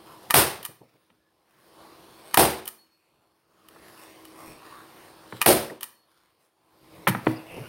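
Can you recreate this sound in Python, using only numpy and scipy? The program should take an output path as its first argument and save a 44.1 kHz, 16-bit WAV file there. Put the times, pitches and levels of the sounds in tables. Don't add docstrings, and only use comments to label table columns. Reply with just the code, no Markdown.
import sys
import numpy as np
from scipy import signal
from scipy.fft import rfft, irfft
from scipy.io import wavfile
from scipy.ndimage import uniform_filter1d, minimum_filter1d

SR = 44100
rng = np.random.default_rng(int(sys.argv[2]) if len(sys.argv) > 2 else 0)


def transcribe(signal):
    frames = np.atleast_2d(signal).T
    limited = np.clip(frames, -1, 1)
    pcm = np.round(limited * 32767).astype(np.int16)
    wavfile.write(sys.argv[1], SR, pcm)


N = 338850
TIME = np.arange(N) / SR
RING = TIME[:int(.8 * SR)]

# (time [s], level [dB], ring of the board [dB], treble tilt [dB per octave], room [dB],
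# pitch that this spot of the board favours [Hz], its lift [dB], bass of the room [dB])
STAPLE_SHOTS = [(.3400, 16.3, -9, 0.34, 1, 138, 9, -2), (2.3717, 16, -1.5, 0.1, 0.7, 820, 5, 4.5),
                (5.46, 15.5, 0, 0.8, 1.1, 620, 7, 7)]
# (frequency [Hz], level [dB], t60 [s])
BOARD_MODES = [(71.5, -16.5, 0.26), (117, -7.5, 0.3), (148.2, -8, 0.38), (222, -8, 0.54), (321, 1, 0.41),
               (355.5, -5, .33), (376.3, 1, 0.46), (459, -8, 0.25), (485, -7, 0.47), (557.7, -4, 0.42),
               (604, -7, 0.27), (781, -3.5, 0.35), (852, -3.5, 0.23), (1920, -14.5, 0.25)]
# (frequency [Hz], relative level [dB])
CRACK_COLOUR = [(30, -39), (60, -14.5), (100, -11.5), (200, -9), (350, -2.5), (550, -4), (800, 2.5),
                (1200, -7), (2500, -7.5), (4000, -14), (6500, -19.5), (9000, -18.5), (15500, -15.5)]
# (frequency [Hz], relative level [dB])
BOOM_COLOUR = [(30, -46), (48, -26), (70, -6), (140, -10.5), (250, -10.5), (350, -1), (620, -5), (900, -6),
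               (1300, -9.5), (3000, -14.5), (5000, -15.5), (9000, -15.5), (15500, -18.5)]


def shots(crack_decay=0.0034, crack_rise=0.0022, crack_thin_db=-9, board_db=-17,
          spot_octaves=0.29, clump_db=1.0):
    out = np.zeros(N)
    for s, db, ring_db, tilt_db, room_db, spot_hz, spot_db, bass_db in STAPLE_SHOTS:
        shade_db = tilt(tilt_db) + spot_db * hill(bins(), spot_hz, spot_octaves)
        crack_colour_db = read(CRACK_COLOUR, bins()) + shade_db + crack_thin_db * hill(bins(), 110, 1.4)
        crack = blow(crack_decay, crack_colour_db, rise=crack_rise)

        boom_colour_db = read(BOOM_COLOUR, bins()) + shade_db + bass_db * hill(bins(), 170, 1.3)
        boom = colour(reflections(onset=0.0096), boom_colour_db)
        boom *= np.linalg.norm(crack) / np.linalg.norm(boom)
        boom *= amp(clump_db * drift(160)[:len(boom)])

        board = np.zeros(len(RING))
        for hz, mode_db, t60 in BOARD_MODES:
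            favour_db = spot_db * hill(hz, spot_hz, spot_octaves)
            board += amp(mode_db + favour_db) * mode(hz, t60, rise=0.007)
        add(out, s, amp(db) * (crack + amp(room_db) * boom + amp(board_db + ring_db) * board))
    return out


# (time [s], level [dB], level of its creep [dB],
# level of its bounce [dB], favoured ring [Hz], lift of that ring [dB])
LATCH_SLIPS = [(0.306, -15.5, -25.5, -32, 2160, 4), (2.342, -15, -36, -32, 940, 3.5),
               (5.4144, -15, -36, -21, 2580, 11.5)]
CREEP_S, BOUNCE_S, LATCH_DECAY_S = .0052, .0085, .003
LATCH_TILT, CREEP_TILT = -0.94, -4.5
# (time [s], level added to every step [dB],
# treble tilt [dB per octave], level of the singing spring [dB])
HANDLE_RETURNS = [(.6495, 0, -0.4, -57), (2.6760, -0.5, 0.4, -40.5), (5.8295, 0.5, -1, -46)]
# (time from the slap [s], level [dB],
# decay [s], treble tilt [dB per octave], favoured ring [Hz], lift of that ring [dB])
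HANDLE_STEPS = [(-.0218, -20.5, 0.0052, 2, 3200, 10), (-.006, -23.5, .004, -2, 3138, 7),
                (0, -10.5, 0.004, 2.5, 3130, 7), (.0098, -18, 0.0024, 2, 1330, 3.5)]
# (time [s], level [dB])
GRIP_TICKS = [(3.6852, -39.5), (4.251, -44.5)]
TICK_DECAY_S, TICK_TILT, TICK_RING_HZ, TICK_LIFT_DB = .003, 0, 3020, 8
JANGLE_AFTER_S, JANGLE_DB, JANGLE_LOSS_SHARE, JANGLE_DECAY_S = .004, -22, .4, .0045
JANGLE_TILT, JANGLE_RING_HZ, JANGLE_LIFT_DB = -.5, 3400, 5


def steel_contacts():
    for s, db, creep_db, bounce_db, *ring in LATCH_SLIPS:
        yield s - CREEP_S, creep_db, LATCH_DECAY_S, CREEP_TILT, *ring
        yield s, db, LATCH_DECAY_S, LATCH_TILT, *ring
        yield s + BOUNCE_S, bounce_db, LATCH_DECAY_S, LATCH_TILT, *ring
    for s, db, tilt_db, _ in HANDLE_RETURNS:
        for delay, step_db, decay, step_tilt_db, *ring in HANDLE_STEPS:
            yield s + delay, db + step_db, decay, tilt_db + step_tilt_db, *ring
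    for s, db in GRIP_TICKS:
        yield s, db, TICK_DECAY_S, TICK_TILT, TICK_RING_HZ, TICK_LIFT_DB
    for s, loss_db in rattle():
        jangle_db = JANGLE_DB - JANGLE_LOSS_SHARE * loss_db
        yield s + JANGLE_AFTER_S, jangle_db, JANGLE_DECAY_S, JANGLE_TILT, JANGLE_RING_HZ, JANGLE_LIFT_DB


# (frequency [Hz], width [Hz], relative level [dB])
STEEL_BODY = [(957, 200, -1), (1223, 180, 2.5), (1820, 400, -1), (2430, 180, -3), (2990, 380, -3),
              (3720, 250, -8), (4250, 780, -10.5), (6500, 4700, -9), (9000, 450, -7.5), (10000, 910, -11.5),
              (11480, 980, -7), (12700, 2200, -12), (15000, 2400, -10)]


def clicks(room_db=-9, send_db=-0.5, dip_hz=3100, dip_db=-8, between_db=-21, ring_octaves=0.2):
    steel_db = body(STEEL_BODY, between_db - 10 * np.log10(1 + (bins() / 6000) ** 2))
    out = np.zeros(N)
    for s, db, decay, tilt_db, ring_hz, ring_db in steel_contacts():
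        shade_db = tilt(tilt_db) + ring_db * hill(bins(), ring_hz, ring_octaves)
        add(out, s, amp(db) * blow(decay, steel_db + shade_db, rise=0.0009))
    to_room = colour(out, tilt(send_db) + dip_db * hill(bins(), dip_hz, 0.25))
    return out + amp(room_db) * room(to_room)


SPRING_HZ, SPRING_T60, SPRING_AFTER_S = 4350, 0.52, .1
SPRING_TAIL_DB, SPRING_TAIL_T60 = -14, 2.2
CHIME_HZ, CHIME_DB, CHIME_T60 = 8800, -37, .25


def springs(beat_hz=7):
    out = np.zeros(N)
    for s, *_, spring_db in HANDLE_RETURNS:
        spring = mode(SPRING_HZ, SPRING_T60, rise=0.016)
        spring += amp(SPRING_TAIL_DB) * mode(SPRING_HZ + beat_hz, SPRING_TAIL_T60, rise=0.026)
        add(out, s + SPRING_AFTER_S, amp(spring_db + 1.5 * drift(18)[:len(spring)]) * spring)
        add(out, s, amp(CHIME_DB) * mode(CHIME_HZ, CHIME_T60, rise=.002))
    return out


LAY_S, RATTLE_GAP_S, RATTLE_SHRINK, RATTLE_LOSS_DB = 7.0706, .0066, .88, 5
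LAY_WOOD_DB, LAY_BRIGHT_HZ, LAY_DECAY_S = -11.5, 2260, 0.0048
LAY_THUD_DB, LAY_THUD_HZ = -35.5, 150


def rattle(count=4):
    for k in range(count):
        wait = RATTLE_GAP_S * sum(RATTLE_SHRINK ** j for j in range(k))
        yield LAY_S + wait, RATTLE_LOSS_DB * k


# (time [s], level [dB], brightness [Hz], thud [dB], thud pitch [Hz])
HARD_KNOCKS = [(1.1019, -39, 3030, -47, 230), (1.477, -52, 2500, -63, 200), (3.761, -41.5, 1680, -59, 150),
               (5.3245, -31.5, 1950, -39, 122), (5.632, -16, 700, -42, 126), (7.1488, -22, 1940, -30, 193),
               (7.2680, -18.5, 2200, -27.5, 122), (7.2690, -12.5, 720, -21.5, 305)]
KNOCK_DECAY_S = .0035
# (time [s], level [dB], thud [dB])
SEAT_BUMPS = [(.584, -23, -32), (.686, -25.5, -33), (.807, -25.5, -35), (.938, -38.5, -47),
              (5.328, -38, -45), (5.700, -12.5, -31), (7.560, -31, -46), (7.601, -46, -36)]
BUMP_BRIGHT_HZ, BUMP_DECAY_S, BUMP_THUD_HZ = 800, 0.024, 141


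def wood_contacts():
    for s, db, bright_hz, thud_db, thud_hz in HARD_KNOCKS:
        yield s, db, bright_hz, KNOCK_DECAY_S, thud_db, thud_hz
    for s, db, thud_db in SEAT_BUMPS:
        yield s, db, BUMP_BRIGHT_HZ, BUMP_DECAY_S, thud_db, BUMP_THUD_HZ
    for s, loss_db in rattle():
        yield s, LAY_WOOD_DB - loss_db, LAY_BRIGHT_HZ, LAY_DECAY_S, LAY_THUD_DB + loss_db, LAY_THUD_HZ


# (frequency [Hz], width [Hz], relative level [dB])
TABLE_TOP = [(390, 450, 1), (930, 240, 1), (1304, 150, 0), (1876, 410, -2), (2330, 250, -5), (3470, 950, 4)]
# (frequency [Hz], level [dB], t60 [s])
TABLE_MODES = [(92, -3, .18), (118, -.5, .22), (145.4, -1, .22), (178, -1, .16), (217, 1, .17),
               (253, 0.5, 0.21), (319.5, 2, .22), (383, -4.5, .17), (490, -1, 0.13)]


def knocks(room_db=-11, low_edge=0.24, steepness=11, between_db=-6, hard_s=0.0023,
           spot_db=12, spot_octaves=0.41):
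    out = np.zeros(N)
    wood_db = body(TABLE_TOP, between_db)
    for s, db, bright_hz, decay, thud_db, thud_hz in wood_contacts():
        ratio = bins() / bright_hz
        contact_db = -10 * np.log10((1 + ratio ** steepness) * (1 + (low_edge / ratio) ** 5.3))
        knock = blow(decay, wood_db + contact_db, rise=0.21 * decay, strike=hard_s / decay)
        thud = np.zeros(len(RING))
        for hz, mode_db, t60 in TABLE_MODES:
            favour_db = spot_db * (hill(hz, thud_hz, spot_octaves) - 1)
            thud += amp(mode_db + favour_db) * mode(hz, t60, rise=0.0033)
        add(out, s, amp(db) * knock + amp(thud_db) * thud)
    return out + amp(room_db) * room(out)


# (start [s], length [s], level [dB], centre [Hz], width [Hz])
VINYL_SQUEAKS = [(0.074, 0.11, -52, 1020, 200), (1.18, 0.17, -58, 1710, 120),
                 (4.36, 0.12, -50.5, 1110, 200), (4.672, .17, -50, 1135, 160),
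                 (5.697, 0.013, -20, 1800, 503), (7.355, 0.029, -50.5, 4850, 254),
                 (7.455, .17, -48.5, 2680, 450), (7.62, 0.1, -52, 1450, 300)]


def squeaks():
    out = np.zeros(N)
    for s, length, db, hz, width in VINYL_SQUEAKS:
        band_db = -20 * np.log10(1 + (2 * (bins() - hz) / width) ** 2)
        slide = evened(colour(rng.standard_normal(int(length * SR)), band_db))
        add(out, s, amp(db) * slide * signal.windows.tukey(len(slide), .7))
    return out


# (middle [s], length [s], level [dB])
SEAT_SHOVES = [(6.95, 0.61, -54.5), (7.33, .4, -46), (7.6, 0.35, -41.5)]
# (frequency [Hz], relative level [dB])
VINYL_COLOUR = [(60, -7.5), (140, 10.5), (220, -3.5), (600, 4.5), (1000, -8), (1400, -12), (2300, -8.5),
                (2750, -8), (3400, -22), (5000, -19), (9000, -27)]


def seat_rub():
    return rubbing(swells(SEAT_SHOVES), VINYL_COLOUR, grain_db=2.5, room_db=-5.5)


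# (middle [s], length [s], level [dB])
ARM_SWEEPS = [(.1, 0.13, -54.5), (.88, 0.83, -52), (1.5, 0.59, -58.5), (3.2, 2.9, -58.5), (4.05, 0.62, -56),
              (4.43, 0.48, -52.5), (4.73, 0.34, -52.5), (5.0, 0.37, -54.5), (6.2, 0.5, -50.5),
              (6.44, 0.14, -49), (7.29, 0.13, -42.5)]
# (frequency [Hz], relative level [dB])
CLOTH_COLOUR = [(60, -12), (300, 0.5), (1100, 6), (1600, -1), (4000, -6.5), (7000, -8), (10000, -15.5),
                (15500, -14.5)]
SLEEVE_DB, PRESS_DB, PRESS_S = -65.5, -51.5, 0.55


def sleeve_rub():
    presses = [(s, PRESS_S, PRESS_DB) for s, *_ in STAPLE_SHOTS]
    arm = amp(SLEEVE_DB) + swells(ARM_SWEEPS) + swells(presses)
    return rubbing(arm, CLOTH_COLOUR, grain_db=3, room_db=-5.0)


def rubbing(gain, spectrum, grain_db, room_db):
    slipping = rng.random(N) < 5000 / SR
    slip_size = amp(grain_db * np.minimum(rng.exponential(1, N), 5))
    slips = rng.standard_normal(N) * slipping * slip_size
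    sound = evened(patchy(colour(slips, read(spectrum, bins())), patchy_db=4.0))
    sound *= gain * amp(2 * drift(30))
    return sound + amp(room_db) * room(sound)


def swells(moves):
    gain = np.zeros(N)
    for s, length, db in moves:
        gain += amp(db) * np.cos(np.pi * np.clip((TIME - s) / length, -.5, .5)) ** 2
    return gain


# (frequency [Hz], relative level [dB])
AIR_COLOUR = [(30, -28.5), (60, -5.5), (140, -1), (280, -3), (335, 1), (450, 0.5), (800, -4), (1050, -1),
              (1400, -10), (2500, -14), (4300, -13.5), (6500, -18.5), (9000, -24), (15500, -26)]
# (frequency [Hz], level [dB])
ROOM_HUM = [(320, -57.5), (338, -63), (378, -65), (1040, -71)]
AIR_DB = -51.5


def room_tone():
    air = evened(patchy(colour(rng.standard_normal(N), read(AIR_COLOUR, bins())), patchy_db=2.0))
    air *= amp(AIR_DB + 0.82 * drift(2.4))
    hum = np.zeros(N)
    for hz, db in ROOM_HUM:
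        hum += amp(db + 3.2 * drift(4.9)) * np.sin(2 * np.pi * hz * TIME + 0.74 * drift(19))
    return air + hum


# (frequency [Hz], t60 [s])
ROOM_DECAY = [(80, 0.4), (300, .39), (1000, 0.45), (3000, 0.45), (6000, .4), (10000, 0.33), (15000, 0.33)]


def reflections(onset=0.0017):
    hz, t, z = signal.stft(rng.standard_normal(len(RING)), SR, nperseg=256)
    fade = 1000 ** (-t / read(ROOM_DECAY, hz)[:, None])
    tail = signal.istft(z * fade, SR, nperseg=256)[1][:len(RING)]
    tail *= 1 - np.exp(-(RING / onset) ** 2)
    return tail / np.linalg.norm(tail)


def room(x):
    return signal.fftconvolve(x, reflections())[:len(x)]


def blow(decay, db, rise=.0007, strike=0):
    chatter = rng.standard_normal(len(RING))
    envelope = np.exp(-RING / max(2 * decay, 1e-4)) * (1 - np.exp(-RING / rise))
    for _ in range(3):
        spectrum = rfft(chatter * envelope)
        chatter = irfft(spectrum / (abs(spectrum) + 1e-12), len(RING))
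    force = chatter * np.sqrt(envelope)
    force[0] += strike * np.linalg.norm(force)
    sound = colour(force, db)
    return sound * np.sqrt(.005 * SR / np.sum(sound ** 2))


def mode(hz, t60, rise):
    swing = np.sqrt(2) * np.sin(2 * np.pi * (hz * RING + rng.random()))
    return swing * 1000 ** (-RING / t60) * (1 - np.exp(-RING / rise))


def body(resonances, between_db):
    power = amp(between_db) ** 2
    for hz, width, db in resonances:
        power = power + amp(db) ** 2 / (1 + (2 * (bins() - hz) / width) ** 2) ** 2
    return 10 * np.log10(power)


def patchy(x, patchy_db):
    z = signal.stft(x, SR, nperseg=1024)[2]
    field = rng.standard_normal(z.shape)
    for _ in range(2):
        field = uniform_filter1d(uniform_filter1d(field, size=9, axis=0), size=9, axis=1)
    return signal.istft(z * amp(patchy_db * evened(field)), SR, nperseg=1024)[1][:N]


def colour(x, db):
    log_gain = np.log(amp(np.maximum(db, db.max() - 100)))
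    circle = np.concatenate([log_gain, log_gain[-2:0:-1]])
    taps = np.fft.ifft(np.exp(np.conj(signal.hilbert(circle)))).real
    return signal.fftconvolve(x, taps)[:len(x)]


def tilt(db_per_octave):
    return db_per_octave * np.log2(np.maximum(bins(), 500) / 2000)


def hill(hz, centre_hz, octaves):
    return np.exp(-(np.log2(hz / centre_hz) / octaves) ** 2)


def bins(size=4096):
    return np.fft.rfftfreq(size, 1 / SR) + 1


def drift(rate_hz):
    knots = rng.standard_normal(1024)
    return np.interp(TIME * rate_hz, np.arange(len(knots)), knots)


def read(points, hz):
    f, value = np.transpose(points)
    return np.interp(np.log(hz + 1), np.log(f + 1), value)


def amp(db):
    return 10 ** (np.asarray(db) / 20)


def evened(x):
    return x / np.sqrt(np.mean(x ** 2) + 1e-20)


def add(mix, s, sound):
    part = mix[round(s * SR):][:len(sound)]
    part += sound[:len(part)]


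def scene():
    gun = shots() + clicks() + springs()
    handling = knocks() + squeaks() + seat_rub() + sleeve_rub()
    return (gun + handling + room_tone())[None]


def released(db, db_per_s):
    return np.maximum.accumulate(db + db_per_s * TIME) - db_per_s * TIME


# (frequency [Hz], gain [dB])
MICROPHONE_COLOUR = [(5200, -1.5), (6200, -6.5), (7900, -7), (8400, 3.5), (9000, 4), (12000, 3.5),
                     (15500, 1.5)]
EDGE_HZ = 15900


def record(dry, limit_db=-9.5, duck_db=18.0, hold=1.05):
    x = colour(dry[0], read(MICROPHONE_COLOUR, bins()))
    power = abs(uniform_filter1d(x ** 2, size=176))
    over_db = np.maximum(10 * np.log10(power + 1e-12) - limit_db, 0)

    size = int(hold * SR) // 2 * 2 + 1
    ducked_db = np.minimum(over_db, duck_db)
    held_db = -minimum_filter1d(-ducked_db, size, origin=size // 2, mode="constant")

    cut_db = np.maximum(released(over_db, 200), released(held_db, 44.4))
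    x = x / amp(uniform_filter1d(cut_db, size=40))
    x = np.clip(x, -.92, .92)
    band_limit = signal.firwin(511, EDGE_HZ, window=("kaiser", 9), fs=SR)
    return signal.oaconvolve(x, band_limit, "same")[None]


dry = scene()
out = record(dry)
transcribe(out)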